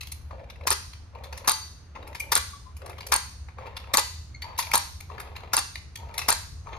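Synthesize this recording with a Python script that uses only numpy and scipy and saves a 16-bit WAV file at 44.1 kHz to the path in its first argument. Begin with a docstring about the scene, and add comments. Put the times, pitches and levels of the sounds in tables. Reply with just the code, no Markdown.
"""Tin wind-up toy on a stone counter

A quiet office, a stereo pair, the toy nearer the left microphone and still rattling faintly at the start.
A figure on a rod swings over a boat-shaped hull. At each end of the swing the loose tin parts clatter,
the rod snaps against its stop and rebounds, and the hull rings. In between the hull rolls on the stone
and the joints tick and squeak. Ventilation rumbles underneath."""
import sys
import numpy as np
from scipy import signal
from scipy.fft import rfft, irfft
from scipy.io import wavfile
from scipy.ndimage import uniform_filter1d

SR = 44100
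rng = np.random.default_rng(int(sys.argv[2]) if len(sys.argv) > 2 else 0)


def bounce(signal):
    """Save signal as a 16-bit WAV file at the path given by the first command-line argument."""
    frames = np.transpose(np.atleast_2d(signal))
    limited = np.clip(frames, -1, 1)
    pcm = np.round(limited * 32767).astype(np.int16)
    wavfile.write(sys.argv[1], SR, pcm)


N = 298998
BLOW_SAMPLES, LEAD_IN_S = 4096, .008

# the toy lands, left end first, then each end in turn: start_s, level_db, bass_db, relative_ring_db
LANDINGS = [(0.670, -17.7, -3, -25), (1.4755, -15.7, -1.5, -22.5), (2.319, -15.7, 0, -25),
            (3.120, -15.5, 2, -26), (3.9375, -14.8, 0, -26), (4.7355, -15.2, 3, -26.5),
            (5.533, -17.5, 0.5, -25), (6.284, -15.3, 2, -26)]
# the hull sets off rolling: start_s, level_db, brightness_db, lull_db
ROLLS = [(0.29, -46, -8, -14), (1.12, -47.5, -6, -6), (1.94, -45.5, -6, -14), (2.79, -46.5, -6, -7),
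         (3.565, -44.5, 1, -8), (4.42, -44, 2, -3), (5.08, -45.5, 0, -7), (5.97, -48, -3, 0),
         (6.65, -43.5, 0, -4)]
# spectrum of a light knock in the toy: frequency_hz, gain_db
TICK_COLOUR = [(200, -12.5), (600, -1), (1000, 9), (1500, 2), (2350, 7.5), (3100, -1.5), (4100, 0),
               (6400, -4.5), (8200, -15.5), (9800, -4.5), (13000, -10), (15500, -21.5)]


def undb(db):
    """Decibels to gain."""
    return 10 ** (np.asarray(db) / 20)


def at(table, hz):
    """Read a curve of frequency_hz, value points on a log-frequency axis."""
    points, values = np.transpose(table)
    return np.interp(np.log(hz + 1), np.log(points), values)


def bins(size):
    """Frequencies in the spectrum of size samples."""
    return np.arange(size // 2 + 1) * SR / size


def unit(x):
    """Scale to rms 1."""
    return x / np.sqrt(np.mean(x ** 2))


def tint(x, db):
    """Minimum-phase filter with a gain in dB for each bin."""
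    size = x.shape[-1]
    cepstrum = irfft(np.log(undb(db)), size)
    cepstrum[1:size // 2] *= 2
    cepstrum[size // 2 + 1:] = 0
    return irfft(rfft(x) * np.exp(rfft(cepstrum)), size)


def add(track, start_s, x):
    """Mix x into the track."""
    i = max(int(start_s * SR), 0)
    track[..., i:i + x.shape[-1]] += x[..., :N - i]


def fade(t, t60):
    """Exponential decay by 60 dB in t60 seconds."""
    return np.exp(-np.log(1000) * t / t60)


def wavy(size, span):
    """Smooth random values of rms 1 that change over span points."""
    return unit(uniform_filter1d(uniform_filter1d(rng.standard_normal(size), span), span))


def grit(size, spread_db, width):
    """Dense tiny contacts of uneven strength; width is the part that differs between left and right."""
    strength = undb(spread_db * np.repeat(rng.standard_normal(size // 16 + 1), 16)[:size])
    return unit(strength * (rng.standard_normal(size) + width * rng.standard_normal((2, size))))


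def blow(db, length_s, colour_db, rise_s, buzz_db, buzz_t60, width, ripple_db, ragged_db):
    """A run of contacts between metal parts: they graze, bite after LEAD_IN_S and leave a ragged buzz."""
    t = np.arange(BLOW_SAMPLES) / SR - LEAD_IN_S
    after = np.maximum(t, 0)
    bite = .5 + .5 * np.tanh(t / rise_s - .5)
    buzz = undb(buzz_db + ragged_db * wavy(BLOW_SAMPLES, span=150)) * fade(after, buzz_t60)
    force = bite * (np.exp(-(after / length_s) ** 2) + buzz)
    resonances_db = ripple_db * wavy(len(colour_db), span=22)  # each point of contact has its own
    hit = tint(force * grit(BLOW_SAMPLES, spread_db=2.5, width=width), colour_db + resonances_db)
    peak_power = uniform_filter1d(np.mean(hit ** 2, axis=0), size=128).max()
    return undb(db) * hit / np.sqrt(peak_power)


def blows(hits, colour, **contact):
    """Parts knock together, dull or bright. Hits: start_s, level_db, bass_db, treble_db, length_s."""
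    out, hz = np.zeros((2, N)), bins(BLOW_SAMPLES)
    for start_s, db, bass_db, treble_db, length_s in hits:
        shade_db = at([(1200, bass_db), (4000, 0), (9000, treble_db)], hz)
        add(out, start_s - LEAD_IN_S, blow(db, length_s, at(colour, hz) + shade_db, **contact))
    return out


def ventilation(drone_hz=73, drone_width_hz=12, drone_db=4, air_db=-43):
    """Low duct rumble, nearly alike at both microphones, with faint steady air noise above."""
    # spectrum of the duct noise: frequency_hz, gain_db
    duct_colour = [(15, -24), (45, -8), (75, 2.5), (110, -6.5), (170, -18), (300, -27.5), (600, -33),
                   (1100, -32), (3000, -43), (6000, -54), (9000, -60.5), (15000, -72)]
    # the rumble swells and ebbs: time_s, level_db
    swells = [(0.0, -41.5), (2.08, -46.5), (2.26, -43.5), (5.93, -42.5), (6.78, -38.5)]
    hz = bins(N)
    colour_db = at(duct_colour, hz) + drone_db * np.exp(-((hz - drone_hz) / drone_width_hz) ** 2)
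    mid, side = tint(rng.standard_normal((2, N)), colour_db)
    side = tint(side, at([(70, -16), (250, -10), (700, -2.5)], hz))
    air = unit(np.array([mid + side, mid - side]))
    rumble = irfft(rfft(air) * (hz < 160), N)
    swell_db = np.interp(np.arange(N) / SR, *np.transpose(swells))
    return rumble * undb(swell_db) + (air - rumble) * undb(air_db)


def office(x, early_db=-11, early_t60=.27, late_db=-11):
    """Quick reflections from the counter and shelves, then a diffuse tail."""
    # decay of the tail: frequency_hz, t60_s
    decay = [(250, 0.22), (900, 0.45), (2200, 0.48), (5000, 0.73), (9000, 0.55), (14000, 0.49)]
    # spectrum of the reflected sound: frequency_hz, gain_db
    room_colour = [(200, -2.5), (450, 0), (900, -1.5), (2000, 3), (4500, 0), (7000, -0.5), (9000, -7),
                   (12500, -1.5), (15000, -30)]
    t, hz = np.arange(SR) / SR, bins(SR)
    noise = rfft(rng.standard_normal((2, SR)))
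    band = np.round(2 * np.log2(np.maximum(hz, 200))) / 2  # half octaves
    late = sum(irfft(noise * (band == k), SR) * fade(t, at(decay, 2 ** k)) for k in np.unique(band))
    late = unit(late * (1 - np.exp(-t / .0088)))
    early = unit(rng.standard_normal((2, SR)) * fade(t, early_t60) * (t > .002))
    response = tint(undb(early_db) * early + undb(late_db) * late, at(room_colour, hz)) / np.sqrt(SR)
    return signal.fftconvolve(x, response, axes=1)[:, :N]


def direct_sound(x):
    """The toy stands nearer the left microphone: on the whole louder and earlier there."""
    # balance of the pair: frequency_hz, left_minus_right_db
    balance = [(150, -0.5), (380, -1), (700, 3.5), (1290, 9), (2380, 2), (4400, 2), (9000, .3)]
    # phase between the microphones: frequency_hz, left_lead_rad
    lead = [(100, 0), (1290, 1.1), (1810, 5.7), (2580, 6.6), (3700, 13.2), (5940, 14.3), (8790, 14.4),
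            (13500, 14)]
    hz = bins(N)
    half_db = at(balance, hz) / 2
    left, right = undb(half_db), undb(-half_db) * np.exp(-1j * at(lead, hz))
    return irfft(rfft(x) * np.array([left, right]), N)


def roll_length(start_s, longest_s=.45):
    """Seconds from setting off to the next landing, at most longest_s."""
    return min([longest_s] + [land_s - start_s for land_s, *_ in LANDINGS if land_s > start_s])


def rolling(bumps_db=2.5, ripple_db=3, sag_db=-2, attack_s=.035, release_s=.02):
    """The curved tin bottom crunches over the grain of the stone, with a lull before it tips."""
    # spectrum of tin rolling on stone: frequency_hz, gain_db
    roll_colour = [(150, -17.5), (330, -13), (530, 2), (700, -5), (920, 2), (1400, -14), (2400, -16),
                   (4500, -27), (8000, -45)]
    out, size = np.zeros((2, N)), SR // 2
    t, hz = np.arange(size) / SR, bins(size)
    for start_s, db, bright_db, lull_db in ROLLS:
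        length_s = roll_length(start_s)
        colour_db = at(roll_colour, hz) + at([(600, 0), (950, bright_db)], hz)
        colour_db += ripple_db * wavy(len(hz), span=40)
        bumps = undb(bumps_db * wavy(size, span=200))
        crunch = tint(bumps * grit(size, spread_db=4, width=.2), colour_db)
        gate = np.clip(t / attack_s, 0, 1) * np.clip(1 + (length_s - t) / release_s, 0, 1)
        progress = t / length_s
        lull = np.exp(-((progress - .65) / .17) ** 2)
        add(out, start_s, undb(db + sag_db * progress + lull_db * lull) * gate * unit(crunch))
    return out


def chatter(per_roll=8, relative_db=-4, scatter_db=3.5):
    """While the hull rolls, its loose parts jiggle faintly at random moments."""
    out, hz = np.zeros((2, N)), bins(BLOW_SAMPLES)
    colour_db = at(TICK_COLOUR, hz) + at([(1200, -2), (2500, 0), (9000, -12)], hz)
    for start_s, roll_db, *_ in ROLLS:
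        moments_s = start_s + roll_length(start_s) * (np.arange(per_roll) + rng.random(per_roll)) / per_roll
        levels_db = roll_db + relative_db + scatter_db * rng.standard_normal(per_roll)
        for when_s, db in zip(moments_s, levels_db):
            jiggle = blow(db, length_s=.005, colour_db=colour_db, rise_s=.002, buzz_db=-9, buzz_t60=.09,
                          width=.5, ripple_db=5, ragged_db=3)
            add(out, min(when_s, (N - 1) / SR), jiggle)
    return out


def squeaks(waver=.018, rough_db=4):
    """A dry pivot sticks and slips for a moment: a thin, unsteady tone."""
    # slips of the pivots: start_s, level_db, pitch_hz, length_s, overtone_db, glide_ratio
    slips = [(2.2, -23.5, 2334, 0.0098, -25, 0.03), (2.518, -37.5, 1130, 0.06, -20, -0.025),
             (2.65, -43.5, 1020, 0.05, -30, 0.02), (4.343, -39, 2150, 0.022, -4, -0.02),
             (4.717, -17.5, 2290, 0.0029, -23, -0.0085), (6.51, -58, 6400, .3, -41, .08)]
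    out = np.zeros(N)
    for start_s, db, pitch_hz, length_s, overtone_db, glide in slips:
        progress = np.arange(int(2 * length_s * SR)) / (length_s * SR)  # runs to 2 to let the tail die
        bend = 1 + glide * (progress - .5) + waver * wavy(len(progress), span=60)
        phase = 2 * np.pi * np.cumsum(pitch_hz * bend) / SR
        tone = np.sin(phase) + undb(overtone_db) * (np.sin(2 * phase) + .5 * np.sin(3 * phase))
        swell = progress * np.exp(-2 * progress ** 2) * undb(rough_db * wavy(len(progress), span=150))
        add(out, start_s, undb(db) * tone * swell / swell.max())
    return out


def small_knocks():
    """An opening rattle, then joint ticks and a few further bumps of the hull; on each swing left the hull
    bumps and the figure flops."""
    # the toy still rings and rattles faintly at the start, then its joints tick; the bass-heavy rows are the
    # hull bumping on the stone: # start_s, level_db, bass_db, treble_db
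    rattle_and_ticks = [(0.008, -33, -18, -4), (0.03, -38, -14, -2), (0.07, -39, -14, 6),
                        (0.118, -32, -17, 7), (0.932, -41, -5, -7), (1.237, -41, -3, 4),
                        (1.326, -35.5, 4, -2), (1.375, -36.5, -14, 1), (1.445, -39, 8, -2),
                        (2.074, -41, 3, 6), (2.198, -31.5, -8, 15), (2.766, -45, -10, 11),
                        (2.86, -40, 3, 5), (2.895, -39, 2, 6), (2.982, -40, 2, -6), (3.005, -36.5, -7, -8),
                        (3.067, -34, -15, 7), (3.485, -43.5, 14, -8), (4.419, -33, -12, -4),
                        (4.578, -30, -12, 8), (4.588, -19.5, -7, 6), (4.597, -26, -6, 5),
                        (4.624, -30.5, -10, 0), (4.667, -35, 0, 4), (4.713, -31.5, -1, 10),
                        (5.004, -38, -3, 8), (5.18, -38, 10, -10), (5.199, -34, 5, 8),
                        (5.755, -29.5, -14, -8), (5.956, -34.5, -13, 1), (6.14, -39, 3, 2),
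                        (6.179, -22.5, -7, 4), (6.19, -27, -4, 2), (6.216, -31, -4, -2),
                        (6.729, -36, 13, -16)]
    # the hull sets off: delay_s, level_db, bass_db, treble_db, length_s
    bump = (.018, -37.5, 17, -9, .006)
    # the figure falls over: before_landing_s, bass_db, treble_db, length_s
    flop = (.171, -5, -6, .009)
    # strength of each flop: level_db
    flop_levels = [-41, -33, -32, -35.5]
    tap_length_s = .0065
    taps = [(*tap, tap_length_s) for tap in rattle_and_ticks]
    bumps = [(roll[0] + bump[0], *bump[1:]) for roll in ROLLS[::2]]
    flops = [(landing[0] - flop[0], db, *flop[1:]) for landing, db in zip(LANDINGS[::2], flop_levels)]
    return taps + bumps + flops


def light_knocking(knocks):
    """Light knocks inside the toy, each with a short, ragged buzz."""
    return blows(knocks, TICK_COLOUR, rise_s=.002, buzz_db=-8, buzz_t60=.14,
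                 width=.6, ripple_db=4, ragged_db=3.5)


def singing_rod(start_s=1.495, level_db=-37, pitch_hz=4580, t60=.62):
    """One hard stop sets the steel rod singing: a clear partial that outlasts the clatter."""
    out, t = np.zeros(N), np.arange(SR) / SR
    add(out, start_s, undb(level_db) * fade(t, t60) * np.sin(2 * np.pi * pitch_hz * t))
    return out


def hull_ring(strikes, scatter_db=4, detune=.004):
    """The thin shell rings on, each time with another mix of modes, a little detuned as it flexes."""
    # modes of the tin hull: pitch_hz, level_db, t60_s
    hull_modes = [(804.5, -4.5, 0.3), (880, -1.5, 0.3), (1020, -4, 0.32), (1138, -3, 0.3), (1600, -3, 0.3),
                  (1990, -2.5, 0.33), (2375, -5, .22), (3920, -0.5, 0.2), (4080, -0.5, 0.36),
                  (4386, 0, 0.26), (4447, -2, .35), (4580, -1, 0.44), (4920, -4.5, 0.24), (5140, -9.5, .2),
                  (5980, -9.5, 0.25), (6330, -7.5, 0.34), (6440, 0, 0.31), (7316, -13, 0.13),
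                  (8700, -11, 0.21), (8886, -2.5, 0.36), (9300, -9, 0.17), (11600, -9.5, 0.14)]
    out, t = np.zeros((2, N)), np.arange(SR // 2) / SR
    modes = np.array([undb(db) * fade(t, t60) * np.exp(2j * np.pi * hz * t) for hz, db, t60 in hull_modes])
    for start_s, db, *_ in strikes:
        gains = undb(scatter_db * rng.standard_normal(len(modes)))
        phases = np.exp(2j * np.pi * rng.random((2, len(modes))))
        flexed_t = t * (1 + detune * rng.standard_normal())
        ring = np.array([np.interp(flexed_t, t, side) for side in ((gains * phases) @ modes).imag])
        add(out, start_s, undb(db) * ring * (1 - np.exp(-t / .002)))
    return out


def rod_snaps(snaps):
    """Steel meets tin at the stop: a very short, bright crack."""
    # spectrum of the crack: frequency_hz, gain_db
    snap_colour = [(200, -28), (950, -8), (2800, -22), (4400, -4.5), (5300, -18.5), (7300, -5),
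                   (8200, -15.5), (8900, 8), (10000, -10), (11600, -10), (12800, -17.5), (15500, -31)]
    out, colour_db = np.zeros((2, N)), at(snap_colour, bins(BLOW_SAMPLES))
    for start_s, db, length_s in snaps:
        crack = blow(db, length_s, colour_db, rise_s=.0004, buzz_db=-14, buzz_t60=.04,
                     width=.2, ripple_db=1.5, ragged_db=2)
        add(out, start_s - LEAD_IN_S, crack)
    return out


def tin_clatter(clatters):
    """The loose tin parts crash together as the toy lands."""
    # spectrum of tin on tin: frequency_hz, gain_db
    tin_colour = [(150, -16), (450, -9), (700, -7.5), (950, 5.2), (1550, -1.5), (2300, -6.5), (3100, -8),
                  (4000, -6), (5900, -3.5), (7500, -12), (11000, -7.5), (13500, -11), (15500, -20)]
    return blows(clatters, tin_colour, rise_s=.0023, buzz_db=-8, buzz_t60=.08,
                 width=.57, ripple_db=2.5, ragged_db=1.5)


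def landing_hits(rebound_s=.0215, snap_ring_db=-4):
    """Each landing sets off clatters and two snaps of the rod; all but the rebound ring the hull."""
    # the parts strike, tumble and settle: delay_s, relative_db, bass_db, treble_db, length_s
    left_clatter = [(0, 0, -1, 1.5, .006), (.006, -4, 5, 2, .009), (.040, -2.8, -1.5, -5, .020)]
    right_clatter = [(0, 1.0, 0, 1.5, .007), (.007, -2, 2, -1, .011), (.031, -8, -3, -9, .007)]
    # the rod hits its stop and rebounds: delay_s, relative_db, length_s, rebound_db, rebound_length_s
    left_stop = (.0338, 5, .0024, -10, .006)
    right_stop = (.0194, 2.6, .001, -5, .005)
    clatters, snaps, rings = [], [], []
    for k, (start_s, db, bass_db, ring_db) in enumerate(LANDINGS):
        parts, stop = (right_clatter, right_stop) if k % 2 else (left_clatter, left_stop)
        for delay_s, part_db, part_bass_db, treble_db, length_s in parts:
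            clatters.append((start_s + delay_s, db + part_db, bass_db + part_bass_db, treble_db, length_s))
            rings.append((start_s + delay_s, db + part_db + ring_db))
        delay_s, stop_db, length_s, rebound_db, rebound_length_s = stop
        snaps.append((start_s + delay_s, db + stop_db, length_s))
        snaps.append((start_s + delay_s + rebound_s, db + stop_db + rebound_db, rebound_length_s))
        rings.append((start_s + delay_s, db + stop_db + ring_db + snap_ring_db))
    return clatters, snaps, rings


def scene(knock_ring_db=-31):
    """The toy reaches the microphones directly and by way of the office, over the ventilation."""
    clatters, snaps, rings = landing_hits()
    knocks = small_knocks()
    toy = tin_clatter(clatters) + light_knocking(knocks)
    toy += hull_ring(rings) + undb(knock_ring_db) * hull_ring(knocks)
    toy += rod_snaps(snaps) + singing_rod() + squeaks() + rolling() + chatter()
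    return direct_sound(toy) + office(toy) + ventilation()


def record(dry, ceiling=1.3, top_hz=15400):
    """The phone rounds the highest peaks and cuts the top."""
    rounded = ceiling * np.tanh(dry / ceiling)
    return signal.sosfilt(signal.ellip(8, .2, 70, top_hz, fs=SR, output="sos"), rounded)


dry = scene()
out = record(dry)
bounce(out)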